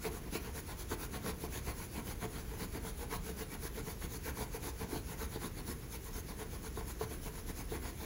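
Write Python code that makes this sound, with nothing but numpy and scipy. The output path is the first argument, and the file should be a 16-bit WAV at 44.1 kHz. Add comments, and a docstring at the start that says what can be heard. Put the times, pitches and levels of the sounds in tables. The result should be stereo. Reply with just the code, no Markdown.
"""A fuzzy scrub goes to and fro, about eight strokes a second: a fleecy cloth on an inflated balloon. Fibres
hiss as shaped noise; coarser pile scrapes, and slips of the rubber ring the air and skin as resonances. Now and
then the fist bumps the balloon with soft paired pushes, and a hard-walled kitchen answers in decaying noise.
Ventilation rumbles behind as filtered noise, and a thin high sine comes and goes. All of it is heard in left
and right, and the treble reaches the two sides at different times."""
import sys
import numpy as np
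from scipy import signal
from scipy.fft import rfft, irfft, next_fast_len
from scipy.io import wavfile
from scipy.ndimage import uniform_filter1d, map_coordinates

SR = 44100
rng = np.random.default_rng(int(sys.argv[2]) if len(sys.argv) > 2 else 0)


def bounce(signal):
    """Save signal as a 16-bit WAV file at the path given by the first command-line argument."""
    frames = np.transpose(np.atleast_2d(signal))
    limited = np.clip(frames, -1, 1)
    pcm = np.round(limited * 32767).astype(np.int16)
    wavfile.write(sys.argv[1], SR, pcm)


N = 355004

# strokes of the cloth, alternately away and back: middle_s, length_s, hiss_db (fibres), drum_db (balloon)
STROKES = [(0.053, 0.059, -43, -43), (0.155, 0.071, -49, -51), (0.254, 0.066, -78, -56.5),
           (0.354, 0.051, -42.0, -41.3), (0.449, 0.089, -53, -51.5), (0.577, 0.056, -44.5, -49),
           (0.701, 0.064, -48, -51), (0.807, 0.048, -45.0, -51.2), (0.921, 0.051, -44, -44),
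           (1.027, 0.064, -45, -47.5), (1.151, 0.053, -47, -45), (1.279, 0.07, -43.5, -41),
           (1.433, 0.065, -46.8, -48.5), (1.558, 0.073, -44.5, -47.5), (1.685, 0.069, -45.5, -46),
           (1.81, 0.1, -47.5, -53.5), (1.963, 0.083, -49, -48), (2.096, 0.072, -46, -49.5),
           (2.234, 0.049, -47.5, -43), (2.37, 0.097, -50, -50), (2.52, 0.12, -57, -55),
           (2.623, 0.067, -45.5, -46), (2.751, 0.059, -50, -48), (2.874, 0.068, -46.5, -46.5),
           (3.012, 0.069, -48.5, -50), (3.138, 0.064, -45.0, -44), (3.278, 0.07, -46.0, -49.5),
           (3.405, 0.063, -45.5, -48), (3.529, 0.053, -48.5, -49.5), (3.65, 0.06, -44.0, -48.5),
           (3.777, 0.063, -48, -47.5), (3.891, 0.073, -46.5, -50), (4.033, 0.055, -47, -48.5),
           (4.142, 0.067, -45, -51), (4.275, 0.062, -44, -45), (4.404, 0.079, -45, -46),
           (4.55, 0.046, -46.0, -48), (4.667, 0.076, -44, -47), (4.814, 0.063, -48.0, -48),
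           (4.948, 0.091, -47, -46.5), (5.107, 0.077, -48.5, -51), (5.223, 0.07, -45.5, -48.5),
           (5.34, 0.059, -48.5, -48.5), (5.444, 0.068, -45, -46.5), (5.584, 0.051, -51.5, -50.5),
           (5.7, 0.066, -44.5, -46.8), (5.83, 0.038, -57.0, -57), (5.941, 0.055, -45, -53.0),
           (6.06, 0.062, -49.5, -56.5), (6.172, 0.067, -45, -51), (6.298, 0.051, -49.5, -51.5),
           (6.411, 0.049, -47, -50.5), (6.539, 0.054, -50.0, -52.5), (6.657, 0.052, -47.0, -51),
           (6.784, 0.055, -49.5, -50.5), (6.901, 0.048, -45.5, -51.5), (7.021, 0.046, -47.5, -47),
           (7.13, 0.053, -48, -50.5), (7.26, 0.062, -47.5, -51), (7.375, 0.068, -50, -52),
           (7.494, 0.044, -47.5, -48), (7.595, 0.06, -46, -53), (7.738, 0.072, -47.5, -47),
           (7.868, 0.082, -47.5, -50), (8.021, 0.072, -48.5, -49.5)]
# resonances of the air inside the balloon: centre_hz, width_hz, level_db (relative)
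CAVITY = [(445.7, 35.6, 3.5), (701, 58, -6), (903, 160, -5.5), (1116, 85, -6.5), (1440, 344, -12),
          (2074, 93, -9), (2255, 146, -13.5)]
# resonances of the balloon's skin: centre_hz, width_hz, level_db (relative)
SKIN = [(152, 195, -1), (235, 201, 2), (384, 226, -6.5)]

TOP_SHARE = 0.65  # top speed comes after this share of a stroke
LAG_AWAY, LAG_BACK = 0.091, -0.11  # the drumming peaks this share of a stroke after top speed


def amp(db):
    """Decibels to gain."""
    return 10 ** (np.asarray(db) / 20)


def unit(x):
    """Scaled to rms 1."""
    return x / np.sqrt(np.mean(x ** 2) + 1e-20)


def along(points, hz):
    """Reads a curve of (Hz, value) points on a log frequency axis."""
    f, v = np.transpose(points)
    return np.interp(np.log(hz + 1), np.log(f + 1), v)


def wobble(rate):
    """A smooth random curve, rate knots a second."""
    knots = rng.standard_normal(int(N * rate / SR) + 4)
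    return map_coordinates(knots, [np.arange(N) * rate / SR])


def filtered(x, response):
    """Multiplies the spectrum of x by a (possibly complex) response of frequency."""
    m = next_fast_len(N + SR // 2)
    f = np.fft.rfftfreq(m, 1 / SR)
    return irfft(rfft(x, m) * response(f), m)[..., :N]


def modes(table, f):
    """Causal response of a set of resonances, neighbours in opposite polarity."""
    total = 0
    for k, (centre, width, db) in enumerate(table):
        damping = 1j * f * width
        total = total + (-1) ** k * amp(db) * damping / (centre * centre - f * f + damping)
    return total


def patchy(patchy_db, grain_db):
    """Two unrelated noises with shared patches of gain in time and pitch, and millisecond grain."""
    z = signal.stft(rng.standard_normal((2, N)), nperseg=512)[2]
    field = rng.standard_normal(z.shape[1:])
    field = uniform_filter1d(field, size=6, axis=0)  # smooth over frequency
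    field = uniform_filter1d(field, size=8, axis=1)  # smooth over time
    pair = signal.istft(z * amp(patchy_db * unit(field)), nperseg=512)[1][:, :N]
    return pair * amp(grain_db * wobble(300))


def driven(gain, response, patchy_db, grain_db):
    """Grainy friction of the given gain excites a body, which rings on after each slip."""
    force = patchy(patchy_db, grain_db)
    # even out the loudness of different bodies
    power = np.abs(response(np.linspace(1, SR / 2, num=4096))) ** 2
    return filtered(unit(force) * gain, response) / np.sqrt(np.mean(power))


def swell(levels_db, stretch, blunt, rest_db, lagging=False):
    """Gain of one layer: a bell for each stroke, over the drag that remains while the arm turns."""
    t = np.arange(N) / SR
    power = np.full(N, amp(2 * rest_db))
    for k, ((middle, length, *_), db) in enumerate(zip(STROKES, levels_db)):
        near = slice(max(int((middle - .2) * SR), 0), int((middle + .2) * SR))
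        lag = lagging * (LAG_BACK if k % 2 else LAG_AWAY)
        u = (t[near] - middle) / length + .5 - TOP_SHARE - lag  # stroke shares from the peak
        side = stretch * np.where(u < 0, TOP_SHARE, 1 - TOP_SHARE)  # slow rise, quicker fall
        power[near] += amp(2 * db) * np.exp(-abs(u / side) ** blunt)
    return np.sqrt(power)


def ventilation():
    """A steady air-handling rumble: noise shaped to a low, falling spectrum."""
    # rumble spectrum: pitch_hz, level_db_per_hz (relative)
    rumble = [(18, -38), (27, -4.5), (33, 0), (47, -0.5), (72, 0.5), (95, -8.5), (120, -6.5), (250, -14.5),
              (450, -17), (580, -26), (1000, -29.5), (2300, -30), (3400, -34.5), (16000, -51.5)]
    air = filtered(rng.standard_normal((2, N)), lambda f: amp(along(rumble, f)))
    return amp(-45.0) * unit(air)


def whine():
    """A faint, thin sine that comes and goes, in the first of the two fields only."""
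    # loudness of the tone: time_s, level_db
    fades = [(0, -86), (1.9, -88), (2.2, -67), (2.8, -78), (3.1, -85), (4, -82), (4.4, -63), (4.9, -76),
             (5.2, -86), (8.05, -88)]
    pitch_hz = 8000
    t = np.arange(N) / SR
    gain = amp(np.interp(t, *np.transpose(fades)))
    return gain * np.sin(2 * np.pi * pitch_hz * t) * [[1], [0]]


def kitchen(x):
    """Echoes die at a speed set by frequency; two random patterns crossfade so the room's colour never stands still."""
    # reverberation: pitch_hz, t60_s (time to fall 60 dB)
    decay = [(200, 0.29), (1500, 0.22), (10000, 0.07)]
    delay = 300  # samples before the room answers
    hz, t, z = signal.stft(rng.standard_normal((2, 2, SR // 2)), SR, nperseg=256)
    fall_db = -60 * t / along(decay, hz)[:, None]
    tails = signal.istft(z * amp(fall_db), SR, nperseg=256)[1]
    tails = tails / np.linalg.norm(tails[0, 0])
    # steady crossfade between the two patterns, there and back every 0.8 s
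    turn = np.arange(N + delay) / SR * np.pi / .8 + np.arange(2)[:, None, None] * np.pi / 2
    parts = np.pad(x, ((0, 0), (delay, 0))) * np.cos(turn) ** 2
    return signal.oaconvolve(parts, tails, axes=2).sum(0)[:, :N]


def fist():
    """Each bump is two soft pushes inward that ring the cavity and, lower, the skin; a shorter contact sounds harder."""
    # bumps through the cloth: start_s, push_db (rms of the push), skin_db (skin over air), contact_ms
    bumps = [(0.051, -29, -21, 0.32), (0.354, -24, -10, 0.71), (0.917, -25.5, 0.5, 2.5),
             (1.146, -33, 0, 0.6), (1.436, -28, 0, 1.9), (2.224, -27.5, -11, 1.2), (2.752, -34, 11, 1.16),
             (3.119, -33, -9, 0.61), (3.289, -28, -33, 1.4), (3.65, -35.5, 7, 2), (3.778, -32, -11, 1.25),
             (4.928, -35.5, 15, 1.8), (5.358, -29.5, 4.5, 1.27), (5.445, -37, 13.5, 1.3),
             (6.773, -23, -5, 0.69), (7.01, -17.5, -29, 0.93), (7.719, -24, -12, 1.5)]
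    knuckle_s, knuckle_db = 0.00277, -3.5  # a second knuckle lands just after the first
    air, skin = np.zeros(N), np.zeros(N)
    for start, push_db, skin_db, contact_ms in bumps:
        push = -unit(signal.windows.hann(max(int(contact_ms * SR / 1000), 6)))
        for late, loss_db in ((0, 0), (knuckle_s, knuckle_db)):
            at = round((start + late) * SR)
            air[at:at + len(push)] += amp(push_db + loss_db) * push
            skin[at:at + len(push)] += amp(push_db + loss_db + skin_db) * push
    ringing_air = filtered(air, lambda f: modes(CAVITY, f))
    return ringing_air + filtered(skin, lambda f: modes(SKIN, f))


def body():
    """Coarser pile scrapes; slips of the rubber drum cavity and skin, late in one direction, early in the other."""
    # scrape spectrum: pitch_hz, level_db_per_hz (relative)
    pile = [(500, -32), (1100, -6), (1500, -4.5), (2300, -4.5), (3300, -4), (4600, -2), (6000, -27),
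            (9000, -9.5)]
    scrape_over_db, scrape_follows = -2.5, 0.28  # over the drumming; share by which it follows the hiss
    air_over_db = 0.25  # cavity over the drumming
    skin_over_db, skin_heavy = 0.5, 0.39  # over the drumming; dB more for each dB drumming gains on hiss
    _, _, hiss_db, drum_db = np.transpose(STROKES)
    scrape_db = drum_db + scrape_over_db + scrape_follows * (hiss_db - drum_db)
    skin_db = drum_db + skin_over_db + skin_heavy * (drum_db - hiss_db)

    def hollow(f):
        """The cavity colours the scrape."""
        return amp(along(pile, f)) * abs(0.53 + 1.93 * modes(CAVITY, f))

    scrape_gain = swell(scrape_db, stretch=0.83, blunt=2.2, rest_db=-75.0)
    scrape = driven(scrape_gain, hollow, patchy_db=3.5, grain_db=1.0)
    air_gain = swell(drum_db + air_over_db, stretch=0.76, blunt=3.7, rest_db=-85.0, lagging=True)
    air = driven(air_gain, lambda f: modes(CAVITY, f), patchy_db=1.9, grain_db=4.0)
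    skin_gain = swell(skin_db, stretch=0.63, blunt=2.24, rest_db=-78.5, lagging=True)
    skin = driven(skin_gain, lambda f: modes(SKIN, f), patchy_db=-0.24, grain_db=4.0)
    return scrape + air + skin


def fibres():
    """Fine fibres hiss over the rubber: bright noise that swells with each stroke."""
    # hiss spectrum: pitch_hz, level_db_per_hz (relative)
    fleece = [(2000, -30), (4000, -9), (6300, -2), (7600, -5), (8600, -1), (10000, 0), (12300, -3),
              (14000, -1), (16000, -2)]
    _, _, hiss_db, _ = np.transpose(STROKES)
    gain = swell(hiss_db, stretch=1.0, blunt=3.5, rest_db=-55.0)
    return driven(gain, lambda f: amp(along(fleece, f)), patchy_db=2.15, grain_db=0.5)


def ports(pair):
    """Two fields become left and right: shared part, level lean and phase lead by frequency."""
    # likeness of the two ports: pitch_hz, likeness (0-1)
    alike = [(60, 0.97), (400, 0.91), (700, 0.7), (1500, 0.48), (2800, 0.48), (4500, 0.93), (5800, 0.088),
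             (6600, 1), (16000, 1)]
    # level lean: pitch_hz, left_minus_right_db
    lean = [(60, -1.5), (300, 0.5), (1200, 0.6), (3000, 0), (4500, -2.5), (5500, -5.5), (6600, -0.5),
            (16000, 0.5)]
    # phase lead: pitch_hz, left_leads_rad
    lead = [(0, 0), (1500, 0), (2700, 1.3), (5200, 1.5), (5900, 0), (6500, 0), (8500, -3.14),
            (11000, -6.28), (13350, -9.42), (15600, -12.57), (22050, -12.57)]

    def split(f):
        """Gains of the shared and the opposed part."""
        turn = np.arccos(np.clip(along(alike, f), -1, 1)) / 2
        return np.array([np.cos(turn), np.sin(turn)])

    def tilt(f):
        """Half of lean and lead goes to the left, the inverse to the right."""
        half = amp(along(lean, f) / 2) * np.exp(.5j * np.interp(f, *np.transpose(lead)))
        return np.array([half, 1 / half])

    shared, own = filtered(pair, split)
    return filtered(np.array([shared + own, shared - own]), tilt)


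def scene():
    """The balloon in the kitchen, the ventilation and the tone, at the two ports."""
    balloon = body() + fist() * [[1], [.3]]
    room = amp(-7.0) * kitchen(balloon)
    return ports(fibres() + balloon + room + ventilation() + whine())


def record(dry):
    """Nothing is kept above the band limit."""
    top_hz = 15780
    return filtered(dry, lambda f: f < top_hz)


dry = scene()
out = record(dry)
bounce(out)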